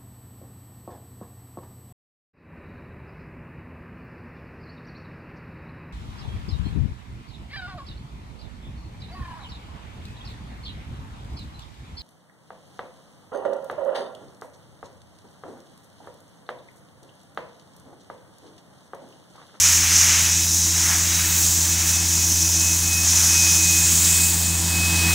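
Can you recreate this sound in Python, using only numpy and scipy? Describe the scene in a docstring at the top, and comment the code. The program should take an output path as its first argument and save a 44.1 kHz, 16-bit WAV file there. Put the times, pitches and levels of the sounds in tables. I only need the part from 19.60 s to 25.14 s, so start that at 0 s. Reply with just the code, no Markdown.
"""A hand lance hisses as a worker sprays bitumen on a gravel road, the tanker truck running close behind.
The nozzle's bright band shifts as the lance swings; the liquid tears into a sizzling mist
and lands on the stones with a lower rush. The engine drones and beats slowly against the pump;
a thin squeal comes and goes in the machinery, with a fainter whistle early on."""
import sys
import numpy as np
from scipy import signal
from scipy.fft import rfft, irfft, next_fast_len
from scipy.io import wavfile

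SR = 44100
rng = np.random.default_rng(int(sys.argv[2]) if len(sys.argv) > 2 else 0)


def unload_audio(sound):
    """Save the sound as a 16-bit wav file, at the path given as the first command line argument."""
    columns = np.transpose(np.atleast_2d(sound))
    # keep every value between -1 and 1, then stretch to whole-number steps
    steps = np.round(np.clip(columns, -1, 1) * 32767)
    wavfile.write(sys.argv[1], SR, steps.astype(np.int16))


N = 244314
TIME = np.arange(N) / SR
CUTOFF_HZ = 15700


def from_db(db):
    """Decibels to gain."""
    return 10 ** (np.asarray(db) / 20)


def unit_rms(x):
    """Scale to unit rms."""
    return x / np.sqrt(np.mean(x ** 2) + 1e-20)


def in_time(rows, times=TIME):
    """Each value column of a time table, linearly interpolated."""
    s, *columns = np.transpose(rows)
    return [np.interp(times, s, column) for column in columns]


def at_hz(spectrum, hz):
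    """Spectrum level in dB, interpolated over log frequency."""
    known_hz, level_db = np.transpose(spectrum)
    return np.interp(np.log(hz), np.log(known_hz), level_db)


def drift(rate_hz, step=20):
    """Random wander of unit rms, rolled off above rate_hz."""
    size = next_fast_len(N // step + 2)
    hz = np.arange(size // 2 + 1) * SR / step / size
    spectrum = rfft(rng.standard_normal(size)) / (1 + (hz / rate_hz) ** 2)
    return np.interp(TIME, np.arange(size) * step / SR, unit_rms(irfft(spectrum, size)))


def phase_of(hz):
    """Running phase in radians of a varying frequency."""
    return 2 * np.pi * np.cumsum(hz) / SR


def swell_and_fade(start_s, length_s, attack_s, release_s):
    """Gain that rises, rounds off, holds and falls."""
    ramp = np.clip(np.minimum((TIME - start_s) / attack_s, (start_s + length_s - TIME) / release_s), 0, 1)
    return ramp * (1 + ramp * (1 - ramp))


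def turbulence(colour_db, frame=2048, hop=512):
    """Steady noise of unit rms with the spectral shape colour_db(hz, s)."""
    hz, s, cells = signal.stft(rng.standard_normal(N), SR, nperseg=frame, noverlap=frame - hop)
    gain = from_db(colour_db(hz[:, None] + 1, s)) * (hz[:, None] < CUTOFF_HZ + 500)
    gain = gain / np.sqrt(np.mean(gain ** 2, axis=0))
    _, noise = signal.istft(cells * gain, SR, nperseg=frame, noverlap=frame - hop)
    return unit_rms(noise[:N])


def hum(hz=53.7, level_db=-51.5):
    """Faint steady hum below the firing tone."""
    return np.sqrt(2) * from_db(level_db) * np.sin(2 * np.pi * hz * TIME)


# Swell of the drone: (time [s], gain [dB])
DRONE_SWELL = [(0, -1.5), (.8, 0.5), (1.4, 1.5), (2.3, 0), (3.0, 4), (3.4, -0.5), (4.0, 3), (4.6, -3),
               (5.1, -1), (5.54, 1)]


def machine_pulses(orders, phase, base_hz, uneven, drone_hz=322, drone_width_hz=44):
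    """Uneven strokes as a sum of harmonics; those near the drone swell with it."""
    drone_db, = in_time(DRONE_SWELL)
    pulses = 0
    for order, db in orders:
        in_drone = np.exp(-((order * base_hz - drone_hz) / drone_width_hz) ** 2)
        pulses += from_db(db + in_drone * drone_db) * np.sin(order * phase) * (1 + uneven * drift(9.3))
    return np.sqrt(2) * pulses


# Truck drawing nearer: (time [s], boom gain [dB], clatter gain [dB])
TRUCK_APPROACH = [(0, -7, -9.5), (.12, -2, -3), (1.5, -1.4, -2), (2.2, -0.5, -0.9), (3.7, 0, -0.5),
                  (4.4, 0, 2), (5.0, 1.4, 2.5), (5.54, 5, 6.5)]
# Four-cylinder exhaust, firing tone apart: (order [x cycle rate], level [dB])
EXHAUST_ORDERS = [(3, -79), (5, -56), (7, -52.5), (8, -37.5), (9, -84), (10, -72), (11, -83), (12, -54),
                  (13, -76), (14, -81), (15, -46), (16, -72), (17, -60), (19, -72), (24, -62.5),
                  (27, -63.5)]
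# Pump gears: (order [x tooth rate], level [dB])
GEAR_ORDERS = [(1, -45), (2, -48)]
# Low rumble: (frequency [Hz], relative level [dB])
RUMBLE_SPECTRUM = [(25, -32), (42, -24), (54, -10), (75, -11), (110, 3), (140, -12.5), (200, 3), (280, -3),
                   (400, -5.5), (520, -17), (900, -30.5)]
# Machinery roar: (frequency [Hz], relative level [dB])
ROAR_SPECTRUM = [(300, -10), (520, -9), (700, 1), (920, 3.5), (1120, -1), (1380, -7.5), (1750, -1),
                 (2200, -12.5), (3200, -1), (4600, -2.5), (7500, 1), (12000, -18.5)]


def truck(cycle_hz=21.258, teeth_per_cycle=7.661, start_cycles=1.7, knock=0.14, roar_follows=1.33):
    """The engine drives the pump; orders about 7 Hz apart throb. The noise swells at each firing."""
    boom_db, clatter_db = in_time(TRUCK_APPROACH)
    cycle = 2 * np.pi * start_cycles + phase_of(cycle_hz * (1 + 0.00054 * drift(0.84)))
    tooth, tooth_hz = teeth_per_cycle * cycle, teeth_per_cycle * cycle_hz
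    firing = np.sin(4 * cycle)
    boom = np.sqrt(2) * from_db(-28.5 + boom_db + 0.082 * drift(14)) * firing
    exhaust = from_db(0.04) * machine_pulses(EXHAUST_ORDERS, cycle, cycle_hz, uneven=0.037)
    pump = from_db(-0.9) * machine_pulses(GEAR_ORDERS, tooth, tooth_hz, uneven=0.084)
    rumble = from_db(-42.5) * turbulence(lambda hz, s: at_hz(RUMBLE_SPECTRUM, hz))
    roar = from_db(-34.5 + roar_follows * boom_db) * turbulence(lambda hz, s: at_hz(ROAR_SPECTRUM, hz))
    swell = 1 + knock * firing
    return boom + swell * roar + from_db(clatter_db) * (exhaust + pump + swell * rumble)


# Faint whistles: (start [s], length [s], level [dB])
WHISTLE_EVENTS = [(0.5, .75, -44), (1.42, .42, -41), (1.95, 0.27, -49)]


def whistle(hz=3885, waver_hz=32, fade_s=0.12, gain_db=2.2, flutter_db=3.0):
    """Thin, airy tone above the squeal, heard only early on."""
    swells = sum(from_db(db) * swell_and_fade(s, length, fade_s, fade_s)
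                 for s, length, db in WHISTLE_EVENTS)
    gain = swells * from_db(gain_db + flutter_db * drift(40))
    return np.sqrt(2) * gain * np.sin(phase_of(hz + waver_hz * drift(73)))


# Machinery squeals: (start [s], length [s], level [dB], pitch [Hz])
SQUEAL_EVENTS = [(0.36, .6, -38, 2558), (1.08, .32, -45, 2569), (1.48, .39, -38.5, 2569),
                 (2.07, .15, -41, 2559), (2.21, .27, -36, 2566), (2.46, .26, -38, 2531),
                 (2.7, .25, -38, 2541), (2.92, .27, -32, 2551), (3.21, .27, -28.5, 2535),
                 (3.45, .22, -36, 2526), (3.62, .3, -29.5, 2526), (3.64, .77, -29, 2522),
                 (4.39, .38, -31, 2540), (4.77, .25, -35.5, 2550), (5.03, .3, -29, 2546),
                 (5.1, .62, -25.5, 2531)]


def squeal(gain_db=-0.95, floor_db=-46, third_db=-41, flutter_db=1.04,
           sharp_hz=6, wander_hz=2.55, waver_hz=5.47, rough_hz=18):
    """Friction tone that swells but never quite stops; a rough third harmonic grows as the truck nears."""
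    _, clatter_db = in_time(TRUCK_APPROACH)
    shapes = [swell_and_fade(s, length, 0.6 * length, 0.4 * length) for s, length, _, _ in SQUEAL_EVENTS]
    swells = sum(from_db(db + gain_db) * shape for (_, _, db, _), shape in zip(SQUEAL_EVENTS, shapes))
    gain = np.hypot(swells, from_db(floor_db + clatter_db))
    hz, = in_time([(s + length / 2, pitch) for s, length, _, pitch in SQUEAL_EVENTS])
    hz += sharp_hz * (1 - sum(shapes))  # sharp at each start and end
    phase = phase_of(hz + wander_hz * drift(5.9) + waver_hz * drift(26.8))
    tone = gain * from_db(flutter_db * drift(31)) * np.sin(phase)
    third = from_db(third_db + clatter_db) * np.sin(3 * phase + phase_of(rough_hz * drift(90)))
    return np.sqrt(2) * (tone + third)


# Spray landing on the road: (time [s], level [dB])
SPLASH_LEVEL = [(0, -33.5), (.06, -28), (.2, -31.5), (.52, -27.5), (.71, -32.5), (.9, -43.5), (1.03, -42.5),
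                (1.17, -36), (1.31, -31.5), (1.43, -36.5), (1.59, -34), (1.95, -42), (2.21, -37),
                (2.98, -43), (3.36, -42), (3.62, -34), (4.05, -39), (4.5, -36), (4.8, -42.5), (5.09, -42),
                (5.54, -34)]
# Splash colour, following the fan angle: (time [s], centre [Hz])
SPLASH_CENTRE = [(0, 2260), (1.15, 2150), (1.32, 1540), (1.5, 2130), (2.17, 1920), (2.6, 2250),
                 (3.65, 1730), (4.3, 2160), (5.54, 1790)]
# Splash at its usual centre: (frequency [Hz], relative level [dB])
SPLASH_SPECTRUM = [(300, -46), (600, -16), (900, -7.5), (1350, -2), (1700, 0.5), (2200, 2), (2800, 1),
                   (3400, -2.5), (5000, -5.5), (9000, -36)]


def splash(usual_hz=2146, gain_db=3.5, surge_db=0.62, patter_db=1.03):
    """Countless droplets on gravel merge into a slightly grainy rush."""
    level_db, = in_time(SPLASH_LEVEL)
    rush = turbulence(lambda hz, s: at_hz(SPLASH_SPECTRUM, hz * usual_hz / in_time(SPLASH_CENTRE, s)[0]))
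    return from_db(level_db + gain_db + surge_db * drift(7.2) + patter_db * drift(150)) * rush


# Finest, highest hiss: (time [s], level [dB])
MIST_LEVEL = [(0.0, -32), (0.91, -34.5), (1.64, -32.5), (1.71, -27), (2.22, -33), (3.41, -34),
              (4.63, -28.5), (5.06, -36), (5.54, -31)]
# Finest hiss: (frequency [Hz], relative level [dB])
MIST_SPECTRUM = [(11500, -23), (13100, -7), (13800, -2), (14500, -8), (15300, -2), (16000, -7)]
# Droplet sizzle: (frequency [Hz], relative level [dB])
SIZZLE_SPECTRUM = [(8300, -20), (9600, 3.5), (10700, 2), (11800, -1), (12700, -3.5), (13400, -11),
                   (14500, -19)]


def mist(sizzle_db=-33, sizzle_follows=0.65, flicker_db=1.1):
    """The liquid sheet tears into droplets: sizzle and finest hiss, flickering as the fan turns."""
    surge_db = in_time(JET_LEVEL)[0] - JET_USUAL_DB
    sizzle_gain = from_db(sizzle_db + sizzle_follows * surge_db)
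    sizzle = sizzle_gain * turbulence(lambda hz, s: at_hz(SIZZLE_SPECTRUM, hz))
    finest = from_db(in_time(MIST_LEVEL)[0]) * turbulence(lambda hz, s: at_hz(MIST_SPECTRUM, hz))
    return from_db(flicker_db * drift(5.1)) * (sizzle + finest)


# Jet as the lance swings: (time [s], level [dB])
JET_LEVEL = [(0.0, -15.5), (0.09, -15.5), (0.25, -20), (0.37, -16), (0.85, -21), (1.03, -19.5),
             (1.08, -21.5), (1.2, -19.5), (1.68, -23), (1.85, -19.5), (2.17, -22.5), (2.31, -20),
             (2.36, -21.5), (3.01, -20), (3.39, -23), (3.53, -17.5), (3.96, -17), (4.0, -18.5), (4.61, -18),
             (4.78, -23), (5.2, -25.5), (5.54, -23.5)]
JET_USUAL_DB = -20.5
# Broad hiss: (frequency [Hz], relative level [dB])
JET_SPECTRUM = [(2000, -36.5), (3200, -19.5), (3900, -15.5), (4500, -16.5), (5300, -12), (6500, -14),
                (8200, -12.5), (9500, -16.5), (11000, -38)]
# Bright peak at its usual centre: (frequency [Hz], relative level [dB])
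PEAK_SPECTRUM = [(4000, -50), (4700, -17.5), (5100, -8), (5550, -2.5), (6100, 1.5), (6450, 0.5), (6900, 0),
                 (7500, -5), (8100, -10.5), (9500, -24.5)]
# Peak sliding with the lance angle: (time [s], centre [Hz])
PEAK_CENTRE = [(0.0, 6420), (0.32, 6330), (1.54, 6470), (1.71, 6800), (2.95, 6270), (3.04, 6610),
               (3.81, 6300), (4.66, 7440), (5.54, 6850)]
# Peak prominence, least when a bystander screens the nozzle: (time [s], gain [dB])
PEAK_GAIN = [(0, -2), (1.1, -2), (1.65, -4.5), (2.35, -4.5), (2.9, -1), (3.5, -4), (4.6, -6.5),
             (5.05, -6.5), (5.54, -19)]


def nozzle(usual_hz=6396, peak_follows=0.34, gain_db=0.7, wander_db=0.4, sputter_db=0.5,
           echo_gain=0.24, echo_s=0.0029, sway=0.075):
    """Broad jet hiss with a sliding bright peak; its echo off the road ripples the spectrum."""
    def colour_db(hz, s):
        surge_db = in_time(JET_LEVEL, s)[0] - JET_USUAL_DB
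        peak_db = in_time(PEAK_GAIN, s)[0] + peak_follows * surge_db
        centre_hz, = in_time(PEAK_CENTRE, s)
        peak = from_db(at_hz(PEAK_SPECTRUM, hz * usual_hz / centre_hz) + peak_db)
        hiss = from_db(at_hz(JET_SPECTRUM, hz))
        lag_s = echo_s * (1 + sway * np.interp(s, TIME, drift(0.88)))
        ripple = np.abs(1 + echo_gain * np.exp(-2j * np.pi * hz * lag_s))
        return 20 * np.log10(ripple * np.hypot(peak, hiss))

    level_db = in_time(JET_LEVEL)[0] + gain_db + wander_db * drift(11) + sputter_db * drift(41)
    return from_db(level_db) * turbulence(colour_db)


def scene():
    """Open air, no reverberation, both channels alike."""
    mono = truck() + hum() + nozzle() + mist() + splash() + squeal() + whistle()
    return np.array([mono, mono])


def record(dry):
    """Steep elliptic low-pass."""
    return signal.sosfilt(signal.ellip(12, 0.1, 80, CUTOFF_HZ, fs=SR, output="sos"), dry)


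dry = scene()
out = record(dry)
unload_audio(out)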